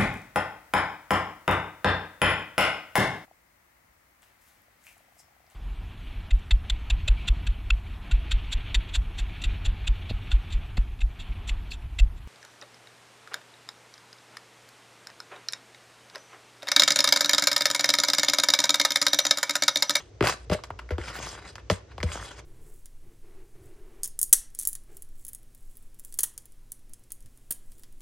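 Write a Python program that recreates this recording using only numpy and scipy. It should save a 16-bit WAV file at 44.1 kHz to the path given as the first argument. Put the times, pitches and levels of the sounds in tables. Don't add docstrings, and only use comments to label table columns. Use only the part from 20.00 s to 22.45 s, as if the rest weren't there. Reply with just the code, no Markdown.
import sys
import numpy as np
from scipy import signal
from scipy.fft import rfft, irfft, next_fast_len
from scipy.io import wavfile
from scipy.ndimage import uniform_filter1d

SR = 44100
rng = np.random.default_rng(int(sys.argv[2]) if len(sys.argv) > 2 else 0)


def volts_from_db(level):
    exponent = np.asarray(level, float) / 20
    return 10 ** exponent


def dump_mix(stems):
    frames = np.atleast_2d(stems).T
    limited = np.clip(frames, -1, 1)
    pcm = np.round(limited * 32767).astype(np.int16)
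    wavfile.write(sys.argv[1], SR, pcm)


N = 108045
SIZE = next_fast_len(N + SR // 2)
HZ = np.maximum(np.arange(SIZE // 2 + 1) * SR / SIZE, 10)
TIME = np.arange(N) / SR


def rms_one(x):
    return x / np.sqrt(np.mean(x ** 2) + 1e-20)


def peak_one(spectrum):
    return spectrum / np.abs(irfft(spectrum, SIZE)).max()


def at_hz(points):
    p = np.array(points)
    return np.interp(np.log(HZ), np.log(p[:, 0]), p[:, 1])


def shape(x, response):
    return irfft(rfft(x, SIZE) * response, SIZE)[..., :N]


def at(s):
    return np.exp(-2j * np.pi * HZ * s)


def mode(hz, t60):
    r = volts_from_db(-60 / (t60 * SR))
    w = 2 * np.pi * hz / SR
    z = at(1 / SR)
    return np.sin(w) * z / (1 - 2 * r * np.cos(w) * z + r * r * z * z)


def soft(hz):
    return 1 / (1 + (HZ / hz) ** 3)


def drift(rate_hz):
    r = np.exp(-2 * np.pi * rate_hz / SR)
    noise = rng.standard_normal(N + SR)
    return rms_one(signal.lfilter([1], [1, -2 * r, r * r], noise)[SR:])


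def grains(rate, spread_db):
    sizes = volts_from_db(spread_db * np.minimum(rng.exponential(1, N), 5))
    signs = rng.choice([-1, 1], N)
    return sizes * signs * (rng.random(N) < rate / SR)


def bending():
    travel_s = 0.0032
    rim_ratio, rim_db = 2.3, -16.5
    phase = 4 * np.pi * travel_s * np.sqrt(1000 * HZ)
    early = at(-travel_s * 0.455)
    return early * (np.exp(-1j * phase) + volts_from_db(rim_db) * np.exp(-1j * rim_ratio * phase))


# f/Hz, level/dB, t60/s
PLATE_MODES = [(178.8, 1.5, 0.071), (350, -12.5, 0.052), (410.7, -8, 0.057), (439, -12, 0.14),
               (492.7, -10, 0.14), (605.6, -1.5, 0.074), (653, -10, 0.063), (807, -4, 0.049),
               (1090, 12.5, 0.01)]


def plate_modes():
    return [volts_from_db(db) * mode(hz, t60) for hz, db, t60 in PLATE_MODES]


# f/Hz, level/dB
CRACK_COLOUR = [(180, -33), (300, -7), (656, 2), (3290, -1.5), (3700, -5), (4830, 1), (6500, -5),
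                (9880, -40), (16000, -80.5)]


def crack(hardness):
    return peak_one(volts_from_db(at_hz(CRACK_COLOUR)) * hardness * bending())


# t/s, crack level/dB, plate ring level/dB, hardness above 4 kHz/dB, struck spot f/Hz (plate
TAPS = [(0.2084, -6, -10, -14.5, 352), (0.2255, -11, -14, -3.5, 350), (0.2389, -18.5, -23.5, 15, 610),
        (0.4987, -18, -22, 0, 517), (0.514, -17.5, -17, -8, 170), (0.5188, -25, -22.5, 0, 620),
        (0.527, -30, -29, 10, 625), (0.6377, -23, -58, 26, 608), (0.7898, -34, -73, -7, 595),
        (0.9067, -22, -22.5, -3, 417), (0.982, -18, -25.5, -6, 370), (1.5557, -24.5, -63, 25, 797),
        (1.7, -7.5, -19, 3, 657), (1.7124, -18, -24.5, 13, 206), (1.9804, -24.5, -39.5, -1, 980),
        (2.03, -13.5, -30.5, 5, 533), (0.5465, -34, -29.5, -5, 620), (1.7012, -19, -16, -12, 344),
        (2.0315, -37, -25, -3, 177)]


def taps():
    out, wave, modes = 0, bending(), plate_modes()
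    mode_hz = np.array(PLATE_MODES)[:, 0]
    chances = volts_from_db(rng.normal(0, 4.97, (len(TAPS), len(modes))))
    spot_octaves = 0.35
    for (s, crack_db, ring_db, hard_db, spot_hz), chance in zip(TAPS, chances):
        octaves = np.log2(mode_hz / spot_hz)
        near = chance / (1 + (octaves / spot_octaves) ** 2) ** 1.24
        ring = volts_from_db(ring_db + 4) * sum(g * m for g, m in zip(near, modes))
        snap = crack(soft(4000 * volts_from_db(np.clip(hard_db, -6, 12))))
        out = out + at(s) * (volts_from_db(crack_db - 6.5) * snap + wave * ring)
    return irfft(out, SIZE)[:N]


# t/s, level/dB, f/Hz, t60/s
WOBBLES = [
    (0.211, -24, 108, .15),
    (0.233, -34, 128.4, 0.089),
    (0.495, -22.5, 91.7, 0.17),
    (0.707, -33, 86.4, 0.099),
    (.905, -21.5, 80.8, 0.23),
    (0.987, -24.5, 82, 0.093),
    (1.704, -18, 93, 0.12),
    (1.988, -29, 82.6, 0.15),
    (2.034, -18.5, 82, 0.17),
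]


def wobbles():
    out, wave = 0, bending()
    for s, db, hz, t60 in WOBBLES:
        swing = mode(hz, t60) * mode(hz, t60 * 0.15)
        out = out + volts_from_db(db) * at(s) * wave * peak_one(swing)
    return irfft(out, SIZE)[:N]


# t/s, peak level/dB, colour f/Hz
TICKS = [(0.2573, -9, 1570), (0.2704, -14, 1100), (0.2952, -12.5, 1600), (0.3232, -20.5, 2090),
         (0.5464, -22, 2000), (0.2445, -10, 600), (0.2645, -15, 1300), (0.2715, -8.5, 4820),
         (0.2765, -23.5, 4600), (0.289, -20, 1800), (0.3005, -22.5, 1200), (0.3045, -31.5, 4180),
         (0.3245, -24, 4900), (0.338, -22, 670), (0.5325, -26, 5600), (0.5365, -25, 6100),
         (0.6375, -29, 4600), (0.79, -26.5, 2800), (0.7933, -25.5, 2000), (0.286, -16, 5800),
         (0.2918, -27, 5800), (0.3319, -31, 5030), (0.817, -35, 1300), (0.917, -34, 2000),
         (0.935, -33, 2210), (1.014, -26, 2040), (1.106, -28, 1100), (1.154, -25, 1720),
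         (1.171, -28.5, 1740), (1.186, -20, 456), (1.296, -38, 1110), (1.328, -29, 1090),
         (1.351, -28.5, 1300), (1.378, -31, 1400), (1.387, -30.5, 1190), (1.424, -35, 1770),
         (1.442, -36, 790), (1.455, -31, 1400), (1.49, -32, 5800), (1.901, -49, 1470), (2.083, -42, 875),
         (2.089, -28.5, 2180), (2.118, -24, 3270), (2.199, -29, 1670), (2.389, -36, 1410),
         (0.5891, -27, 1170), (0.6484, -36, 1078), (0.7038, -15.5, 1040), (0.8904, -29.5, 2060),
         (1.0824, -21.5, 2400), (1.1997, -20.5, 1160), (1.2304, -29, 1110), (1.2695, -21.5, 1210),
         (1.5813, -27, 1860), (1.9174, -37.5, 1836), (2.003, -24, 2220), (2.011, -28, 1840),
         (2.154, -18.5, 715), (2.1745, -23.5, 1480), (2.2263, -24, 1740)]


def ticks():
    out, wave, click = 0, bending(), crack(1)
    for s, db, hz in TICKS:
        ring = wave * mode(hz, 0.0065 * min(1, 2500 / hz))
        snap = click * soft(2 * hz) * (1 - soft(hz / 3))
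        out = out + volts_from_db(db - 3) * at(s) * (ring + volts_from_db(-5) * snap)
    return irfft(out, SIZE)[:N]


# f/Hz, level/dB
SLIP_COLOUR = [(88, -57), (150, -16), (244, -6.5), (1560, 3.5), (7770, -16), (10400, -23), (11000, -9),
               (14500, -25.5), (16000, -41)]
SLIPS_PER_S = 6000


def slip_colour():
    return volts_from_db(at_hz(SLIP_COLOUR))


def grit_puffs():
    puff_db, puff_s = -16.5, 0.0054
    puff = np.zeros((2, N))
    for s, db, hz in TICKS:
        puff[:, int(s * SR)] = volts_from_db(db + puff_db) * np.array([1, min(hz / 3000, 1) ** 2])
    for s, db, _, hard_db, _ in TAPS:
        puff[:, int(s * SR)] = volts_from_db(db + puff_db) * np.array([1, min(volts_from_db(hard_db), 1)])
    dark, bright = signal.lfilter([1], [1, -np.exp(-1 / (puff_s * SR))], puff)
    grit = rms_one(shape(grains(SLIPS_PER_S, 2.0), slip_colour()))
    return dark * shape(grit, soft(2020.0)) + bright * shape(grit, 1 - soft(1100.0))


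def wandering(x):
    out, spectrum = 0, rfft(x, SIZE)
    edge_width = 0.02
    for hz, offset in zip(np.geomspace(200, 16000, 20), rng.uniform(-.1, .1, 20)):
        distance = np.log(HZ / hz)
        band = spectrum * np.clip(1 - np.abs(distance) / (np.log(80) / 19), 0, 1)
        sing = 1.25 / (1 + (distance - offset) ** 2 / edge_width ** 2)
        out = out + irfft(band, SIZE)[:N] * volts_from_db(2.8 * drift(12.0))
        out = out + irfft(band * sing, SIZE)[:N] * np.clip(drift(4), 0, 2)
    return rms_one(out)


# t/s, pressure level/dB, brightness/dB
STROKES = [
    [(0, -35, -5.5), (.015, -55.5, 12.5), (.1, -74, 15)],
    [(.21, -43, -24), (.25, -27.5, 5), (.3, -27, 7.5), (.33, -43.5, 16.5), (.37, -59, 13.5),
     (.45, -62, 11.5)],
    [(.505, -55, -10), (.515, -32.5, 2.5), (.535, -28.5, 5), (.56, -45, 7.5), (.63, -66.5, 9)],
    [(.639, -61, 12), (.655, -59, 16), (.7, -67, 3)],
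    [(.79, -41, -24), (.81, -55.5, -12), (.87, -69, -3)],
    [(.907, -30, -11), (.97, -67, -20)],
]
# t/s, pressure level/dB, brightness/dB
LATE_STROKES = [
    [(.985, -46, -10), (1.01, -45.5, 2), (1.06, -42, 6.5), (1.085, -36.5, 6.5), (1.125, -41, 3),
     (1.155, -37.5, 2), (1.2, -41, 4)],
    [(1.2, -40.5, 5.5), (1.23, -38.5, 11), (1.28, -42.5, 10.5), (1.345, -43.5, 7.5), (1.415, -51, -1.5),
     (1.45, -44.5, -3.5), (1.49, -48.5, 9.5), (1.545, -63.5, 12)],
    [(1.557, -68, 17), (1.6, -48.5, -7), (1.65, -105, 1)],
    [(1.705, -44, 19.5), (1.735, -41.5, 13.5), (1.83, -66.5, 2)],
    [(1.88, -65, -26), (1.92, -50, -7), (1.96, -78, -2)],
    [(2.033, -48, 16), (2.055, -49.5, 1), (2.09, -41, 3.5), (2.13, -41, 15.5), (2.17, -40.5, 8),
     (2.2, -39, -2)],
    [(2.2, -40, -1), (2.24, -46.5, 12), (2.31, -45.5, 6), (2.36, -52, 4.5), (2.395, -43, 6.5),
     (2.45, -93, -13)],
]


def scrape():
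    pressure, bright = np.zeros(N), np.zeros(N)
    for rows in STROKES + LATE_STROKES:
        s, db, bright_db = np.transpose(rows)
        inside = (TIME >= s[0]) & (TIME < s[-1])
        pressure[inside] = volts_from_db(np.interp(TIME[inside], s, db))
        bright[inside] = np.interp(TIME[inside], s, bright_db)
    flutter_db = 1.6 * drift(83)
    pressure = uniform_filter1d(pressure, size=90) * volts_from_db(-3.5 + flutter_db)

    wave = bending()
    colour = slip_colour() * wave
    fine = wandering(shape(grains(SLIPS_PER_S, 2.8), colour))
    air = shape(fine, 1 / (1 + (10600 / HZ) ** 40))
    air_gain = 2.0 * np.abs(pressure / pressure.max()) ** 1.1 * volts_from_db(6.4 * drift(9.9))
    fine = fine + air * (air_gain - 1)
    high = shape(fine, 1 / (1 + (4450 / HZ) ** 4))

    catches = grains(900 * volts_from_db(4.5 * drift(25)), 2.2)
    coarse = rms_one(shape(catches, colour / (1 + (HZ / 8700) ** 2)))
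    ring = rms_one(shape(catches, wave * sum(plate_modes())))
    return pressure * (fine + (volts_from_db(bright) - 1) * high + volts_from_db(-7) * coarse + volts_from_db(-4.5) * ring)


# f/Hz,
# lead/rad
LEAD = [(0, 0), (860, 0.04), (3960, 0.7), (6550, -1.5), (9300, -1),
        (10200, -np.pi), (13900, -np.pi), (14100, -1.1 * np.pi), (14700, -1.55 * np.pi),
            (15600, -1.85 * np.pi)]
# f/Hz, level/dB
TILT = [(60, 1), (180, 1.5), (550, 4), (1650, -0.5), (4970, -0.5)]


def ports(board):
    port = volts_from_db(at_hz(TILT + [(8000, 0.0061)]) / 2) * np.exp(.5j * at_hz(LEAD))
    gain = 2 / np.maximum(np.abs(port + 1 / port), 1)
    return np.array([shape(board, port * gain), shape(board, gain / port)])


def scatter(board):
    fade_s = 0.0058
    lag = np.arange(2000)
    blur = rng.standard_normal((2, 2000)) * np.exp(-lag / SR / fade_s) / np.sqrt(fade_s * SR / 2)
    return shape(board, rfft(blur, SIZE) / (1 + (3500 / HZ) ** 2 + (HZ / 8000) ** 12))


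def kitchen(x):
    t60 = 0.36
    dull = 1 / np.sqrt(1 + (HZ / 7600) ** 2 + (290.0 / HZ) ** 2)
    wet = []
    for lags in rng.uniform(0.011, 0.039, (2, 8)):
        loops = [volts_from_db(-60 * lag / t60) * dull * at(lag) for lag in lags]
        echoes = sum((-1) ** k * g / (1 - g) for k, g in enumerate(loops))
        wet.append(shape(x, echoes))
    return np.array(wet)


# f/Hz, level/dB
ROOM_TONE = [(56, -33), (95, 3.5), (183, -20.5), (422, -11), (935, -27), (3830, -35), (5380, -35),
             (5940, -32.5), (10000, -52.5), (14300, -56), (15500, -100)]
# f/Hz, correlation/1
ROOM_ALIKE = [(60, 1), (240, 0.84), (950, 0.39), (3770, 0.45), (8000, -0.17), (10200, -1.2)]


def room_tone():
    alike = np.clip(at_hz(ROOM_ALIKE), -1, 1)
    colour = volts_from_db(at_hz(ROOM_TONE))
    colour = colour / np.sqrt(np.mean(colour[HZ > 100] ** 2))
    mid, side = rng.standard_normal((2, N))
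    mid = shape(mid, colour * np.sqrt((1 + alike) / 2))
    side = shape(side, colour * np.sqrt((1 - alike) / 2))
    return volts_from_db(-53.5) * np.array([mid + side, mid - side])


def mains_hum():
    hum_hz, width_hz = 59.7, 23
    steady = np.sin(2 * np.pi * hum_hz * TIME)
    unsteady = rms_one(shape(rng.standard_normal(N), mode(hum_hz, 2.9 / width_hz) ** 2))
    return volts_from_db(-47) * (steady + 0.67 * unsteady)


def whine():
    return volts_from_db(-92) * np.sin(2 * np.pi * 14060 * TIME) * [[1], [-1]]


def scene():
    board = taps() + wobbles() + ticks() + grit_puffs() + scrape()
    dip = volts_from_db(-9 / (1 + (np.log(HZ / 12300) / 0.054) ** 6))
    board = shape(board, dip / (1 + (HZ / 15900) ** 60))
    near = ports(board) + volts_from_db(1.5) * scatter(board)
    return near + volts_from_db(-22.5) * kitchen(board) + room_tone() + mains_hum() + whine()


def roll_off(x):
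    return signal.sosfilt(signal.butter(12, 16640, fs=SR, output="sos"), x)


def record(dry):
    bass_cut = signal.butter(4, 48.0, "high", fs=SR, output="sos")
    mix = signal.sosfilt(bass_cut, dry)
    return roll_off(mix)


dry = scene()
out = record(dry)
dump_mix(out)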